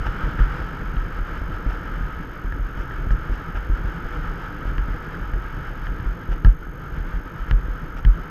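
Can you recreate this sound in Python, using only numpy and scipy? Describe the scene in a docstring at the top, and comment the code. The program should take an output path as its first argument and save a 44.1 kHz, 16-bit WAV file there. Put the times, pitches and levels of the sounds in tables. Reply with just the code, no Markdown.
"""A sandy forest track, heard from a camera worn by the rider of a cantering horse.
Each stride lands three hoof falls: dull thuds that rock the camera mount, each with a short hollow clop.
Now and then sand scuffs up, and some of the jolts knock the plastic housing against its stop;
after the hardest knock it rattles briefly. Air rushes over the housing and rings its cavity,
wind buffets the microphone, and the electronics whine faintly."""
import sys
import numpy as np
from scipy import signal
from scipy.fft import rfft, irfft, next_fast_len
from scipy.io import wavfile
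from scipy.ndimage import uniform_filter1d, map_coordinates

SR = 44100
rng = np.random.default_rng(int(sys.argv[2]) if len(sys.argv) > 2 else 0)


def put_to_file(sound):
    """Save the sound as 16-bit audio at rate SR, in the file named by the first command-line argument."""
    columns = np.atleast_2d(sound).T  # one column per channel
    safe = np.clip(columns, -1, 1)
    whole_steps = np.round(safe * 32767)
    wavfile.write(sys.argv[1], SR, whole_steps.astype(np.int16))


N = 366027
T = np.arange(N) / SR

# The three-beat canter. Each row: time of the middle beat, lead of the first and lag of the last in
# seconds, then the weight of the first, middle and last beat and the ground's hardness in dB.
STRIDES = [(-.11, .14, .174, -30, -32, -22, 0), (.404, .168, 0.21, -21.5, -13, -27, -2.5),
           (.968, .155, 0.22, -33, -23.5, -25.5, 1.5), (1.502, 0.087, 0.16, -26, -30, -21.5, 4),
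           (2.008, 0.1, 0.29, -34, -25, -42, -4), (2.595, 0.15, 0.18, -28, -23.5, -26, -1),
           (3.108, 0.041, .187, -22.5, -16.5, -22.5, 3), (3.697, 0.15, 0.15, -24.5, -16.5, -23, -0.5),
           (4.191, .14, .114, -36, -37, -40, -6), (4.783, 0.13, 0.1, -23, -19.5, -27, 3),
           (5.336, 0.12, .24, -28, -21.5, -28, -2.5), (5.890, .08, 0.17, -31, -25, -22.5, -5),
           (6.458, 0.17, 0.21, -21, -8, -34, -1.5), (6.978, 0.19, 0.16, -49, -24.5, -24, -7),
           (7.523, .13, 0.16, -29, -13, -24, -5), (8.062, 0.11, 0.15, -29, -9.5, -51, -15)]
USUAL_JOLT_DB = -22.5
REBOUND_S = 0.0245  # the mount swings back, jolting itself and the housing again


def undb(db):
    """Decibels to gain."""
    return 10 ** (np.asarray(db) / 20)


def unit(x):
    """Scale to rms 1."""
    return x / np.std(x)


def noise(colour):
    """Noise with a spectrum drawn through (Hz, dB) points."""
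    hz, db = np.transpose(colour)
    size = next_fast_len(N)
    log_hz = np.log(np.fft.rfftfreq(size, 1 / SR) + 1e-3)
    gain = undb(np.interp(log_hz, np.log(hz), db, left=-100, right=-100))
    return unit(irfft(rfft(rng.standard_normal(size)) * gain, size)[:N])


def walk(rate):
    """A smooth random drift with spread 1, through `rate` points a second."""
    points = rng.standard_normal(4096)
    return unit(map_coordinates(points, [T * rate], order=3, mode="wrap"))


def ring(t, hz, t60):
    """A struck mode that dies by 60 dB in t60 seconds."""
    return np.sin(2 * np.pi * hz * t) * np.exp(-np.log(1000) * t / t60)


def add(out, s, sound):
    """Mix a sound in at s seconds."""
    start = int(s * SR)
    part = sound[max(-start, 0):max(N - start, 0)]
    out[max(start, 0):max(start, 0) + len(part)] += part


def footfalls():
    """The three beats of every stride as (seconds, weight in dB, hardness in dB)."""
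    return [(at, db, hard_db) for s, early, late, first_db, middle_db, last_db, hard_db in STRIDES
            for at, db in ((s - early, first_db), (s, middle_db), (s + late, last_db))]


def rocking(lag_s):
    """A swing between -1 and 1 that peaks lag_s after the middle beat of each stride."""
    beats = np.array(STRIDES)[:, 0]
    beats = np.append(beats, 2 * beats[-1] - beats[-2])
    return np.cos(2 * np.pi * np.interp(T - lag_s, beats, np.arange(len(beats))))


def headwind(usual_db=-38, surge_db=0.33):
    """Air flow in dB above the usual, surging as the rider rocks into the wind once a stride."""
    # The headwind's swells. Each row: time in seconds, strength in dB.
    swells = [(0.0, -34), (0.44, -34.5), (0.81, -37), (1.25, -37.5), (1.52, -38), (1.9, -36.5), (2.56, -41),
              (2.89, -38.5), (3.61, -38.5), (4.11, -36.5), (4.57, -37.5), (6.06, -39.5), (6.26, -40),
              (6.45, -43), (6.66, -44.5), (6.96, -40), (7.65, -41), (8.3, -40.5)]
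    times, strength_db = np.transpose(swells)
    return np.interp(T, times, strength_db) - usual_db + surge_db * rocking(lag_s=0.24)


def whine(whine_hz=6449.5, frame_hz=47.952, duty=0.44, tone_db=-63, octave_db=-61, hiss_db=-77):
    """The camera's electronics whistle in a short burst on every frame, over a faint hiss."""
    frame = T * frame_hz + 0.19
    gate = uniform_filter1d((frame % 1 < duty) * 1., size=30)
    slip = 2 * rng.standard_normal(1024)[frame.astype(int)]  # every burst starts out of step
    phase = 2 * np.pi * whine_hz * T
    tones = undb(tone_db) * np.sin(phase + slip) + undb(octave_db) * np.sin(2 * phase + slip)
    return gate * tones + undb(hiss_db) * unit(rng.standard_normal(N))


def air_rush(cavity_hz=1299, width_hz=83, rush_db=-39, cavity_db=-43, hiss_db=-55, flutter_db=0.88):
    """Air streams past the housing, fluttering with its eddies and ringing the microphone's cavity."""
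    # Colours of the midrange rush and the hiss above it. Each row: frequency in Hz, level in dB.
    rush_colour = [(450, -15), (700, -15), (880, -6.5), (1100, -10.5), (1250, -4.5), (1400, -2),
                   (1620, -2.5), (2000, -15), (2200, -14), (2550, -24.5), (3200, -50)]
    hiss_colour = [(2000, -8.5), (2600, 0), (3050, 5), (3500, -4.5), (4200, -11), (5150, -6.5),
                   (5700, -15.5), (7500, -20.5), (10500, -29.5), (14500, -37)]
    flow_db, eddies = headwind(), walk(rate=22)
    cavity = rng.standard_normal(N)
    for q in (cavity_hz / width_hz, 3):  # a narrow resonance, then a broad one to trim its skirts
        cavity = unit(signal.lfilter(*signal.iirpeak(cavity_hz, q, fs=SR), cavity))
    body = undb(rush_db) * noise(rush_colour) + undb(cavity_db) * cavity
    hiss = noise(hiss_colour) * undb(hiss_db + 1.06 * (flow_db + eddies))  # swings a little wider
    return undb(flow_db + flutter_db * eddies) * body + hiss


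def buffeting(buffet_db=-37, rumble_db=-30, gust_db=1.76, tremble_db=2.5, wind_growth=0.62):
    """Eddies beat on the microphone and keep the mount trembling."""
    # Colours of the wind's beating and the mount's rumble. Each row: frequency in Hz, level in dB.
    buffet_colour = [(60, -11), (110, 2), (165, 5.5), (215, -5), (290, -1), (430, -7.5), (490, -5),
                     (540, -13), (700, -16.5), (1200, -56.5)]
    rumble_colour = [(10, -12), (25, -3), (36, 3), (44, -4), (58, -6), (84, -14), (180, -20.5)]
    beating = noise(buffet_colour) * undb(buffet_db + gust_db * walk(rate=35))
    stride_db = tremble_db * rocking(lag_s=0.017)  # most with the hooves down, least while airborne
    trembling = noise(rumble_colour) * undb(rumble_db + stride_db - 0.5 * walk(rate=19))
    return undb(wind_growth * headwind()) * (beating + trembling)


def scuffs_and_rattle(grain_db=3):
    """Short grainy bursts: sand scuffed by hooves, and the housing's rattle after its hardest knock."""
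    # The bursts; the one at 6.46 s is the rattle.
    # Each row: peak time and half-width in seconds, fine hiss and coarse crunch levels in dB.
    bursts = [(.068, 0.014, -56, -30), (0.402, 0.016, -60, -37), (1.713, 0.028, -62, -38),
              (2.812, 0.039, -61, -39), (3.122, 0.0096, -56, -49), (3.344, .025, -59, -38),
              (3.567, 0.015, -58, -30), (4.14, 0.036, -62, -37), (6.326, 0.016, -58.5, -35),
              (6.463, .008, -54.5, -32), (7.985, .018, -59, -38)]
    # Colours of the fine hiss and the coarse crunch. Each row: frequency in Hz, level in dB.
    fine_colour = [(1500, -1), (3000, 2.5), (4000, -8), (5200, 3.5), (6500, -6), (9000, -16.5),
                   (13000, -20)]
    coarse_colour = [(250, -11), (500, 2), (700, -5), (900, 5), (1100, -18.5), (1300, 13), (1650, 1.5),
                     (2100, -12), (3000, -10.5), (4000, -28)]
    fine, coarse = noise(fine_colour), noise(coarse_colour)
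    out = sum(np.exp(-((T - s) / width) ** 2) * (undb(fine_db) * fine + undb(coarse_db) * coarse)
              for s, width, fine_db, coarse_db in bursts)
    return out * undb(grain_db * walk(rate=400))


def housing_knocks(contact_s=0.00029, crack_s=0.0024, crack_db=-8, bright_hz=2300, clack_db=-1):
    """The housing hits its stop and bounces once: a low bump, a brief crack and a ringing tick."""
    # The hits. Each row: start in seconds, then relative clack level, brightness and bump level in dB.
    hits = [(0.3912, -15.5, -14, -14.5), (.967, -26.5, -1, -40), (2.523, -18.5, -14, -21.5),
            (2.909, -23, -13, -26.5), (3.106, -19.5, -11, -32), (4.781, -18, -6.5, -20),
            (5.335, -22, -12, -33), (5.868, -21, -8, -44), (5.999, -25, -7, -20), (6.318, -27, -8, -38),
            (6.4472, -12, -6.5, -4.5), (7.5105, -14, -2.5, -10.5), (8.0495, -18, -3, -11)]
    # The plastic's modes. 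Each row: frequency in Hz, 60 dB ring time in seconds, relative level in dB.
    modes = [(443, 0.0079, -9.5), (854, 0.013, -9), (1380, 0.0086, -10.5), (1663, 0.026, -4),
             (1890, 0.017, -11), (2860, 0.0073, -4), (3190, 0.009, -6), (3400, 0.0036, -10),
             (4140, 0.0053, -16), (5200, 0.0049, -17.5)]
    # Colour of the crack. Each row: frequency in Hz, level in dB.
    crack_colour = [(900, -4), (1800, 11), (3200, -0.5), (4000, -6.5), (5600, -23), (6200, -23),
                    (8000, -25), (12000, -40)]
    out, t = np.zeros(N), T[:SR // 12]
    crack_noise = noise(crack_colour)
    contact = 1 - np.exp(-(t / contact_s) ** 2)  # plastic gives a little, which dulls the attack
    for i, (s, db, bright_db, bump_db) in enumerate(hits):
        detune = 1 + 0.012 * rng.standard_normal(len(modes))
        tick = sum((-1) ** k * undb(mode_db + bright_db * (hz > bright_hz)) * ring(t, hz * detune[k], t60)
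                   for k, (hz, t60, mode_db) in enumerate(modes))
        burst = crack_noise[i * len(t):(i + 1) * len(t)]
        crack = undb(crack_db + bright_db) * burst * np.exp(-t / crack_s)
        clack = undb(db + clack_db) * (tick + crack)
        bump = undb(bump_db) * ring(t, hz=102, t60=0.086)
        add(out, s, contact * (clack - bump))
        add(out, s + REBOUND_S, contact * (undb(-24) * clack - undb(-3) * bump))  # a duller bounce
    return out


def hoof_clops(clop_db=-20, weight_growth=0.2, scatter=0.12):
    """A hoof landing flat rings for an instant, each a little differently."""
    # The hollow hoof. Each row: frequency in Hz, 60 dB ring time in seconds, relative level in dB.
    modes = [(272, 0.025, -6), (374, 0.0078, -3), (512, 0.014, -9), (796, 0.013, -16.5)]
    out, t = np.zeros(N), T[:SR // 10]
    for s, db, hard_db in footfalls():
        detune = 1 + scatter * rng.standard_normal(len(modes))
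        clop = sum((-1) ** k * undb(mode_db) * ring(t, hz * detune[k], t60)
                   for k, (hz, t60, mode_db) in enumerate(modes))
        add(out, s, undb(clop_db + hard_db + weight_growth * (db - USUAL_JOLT_DB)) * clop)
    return out


def hoof_thuds(contact_s=0.0032, scatter=0.1, sink=0.41, rebound_db=-5.5, rebound_hard_db=5):
    """Each hoof fall rocks the mount twice; firmer ground wakes its higher modes."""
    # The mount on the rider, its deep sway first.
    # Each row: frequency in Hz, 60 dB ring time in seconds, relative level in dB.
    modes = [(41.95, 0.14, 12), (85, 0.077, 1), (126, 0.033, -11), (155, 0.059, -14.5)]
    (sway_hz, sway_t60, sway_db), *upper_modes = modes
    out, t = np.zeros(N), T[:SR // 3]
    sway = undb(sway_db) * ring(t, sway_hz, sway_t60)
    contact = 1 - np.exp(-t / contact_s)  # sand softens the attack
    for s, db, ground_db in footfalls():
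        hard_db = ground_db - sink * (db - USUAL_JOLT_DB)  # a heavy hoof sinks deeper and lands duller
        for lag_s, drop_db, firm_db in ((0, 0, 0), (REBOUND_S, rebound_db, rebound_hard_db)):
            detune = 1 + scatter * rng.standard_normal(len(upper_modes))
            thock = sum(undb(mode_db) * ring(t, hz * detune[k], t60)
                        for k, (hz, t60, mode_db) in enumerate(upper_modes))
            thud = contact * (sway + undb(hard_db + firm_db) * thock)
            add(out, s + lag_s, -undb(db + drop_db) * thud)
    return out


def scene():
    """Hooves and housing knocks over wind and camera whine, in one channel."""
    canter = hoof_thuds() + hoof_clops() + scuffs_and_rattle() + housing_knocks()
    return (canter + air_rush() + buffeting() + whine())[None]


def record(dry):
    """The camera drops the bass below 8 Hz and cuts the top above 14.5 kHz."""
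    sound = signal.sosfilt(signal.butter(1, 8, "high", fs=SR, output="sos"), dry)
    return signal.sosfilt(signal.ellip(10, .1, 80, 14500, fs=SR, output="sos"), sound)


dry = scene()
out = record(dry)
put_to_file(out)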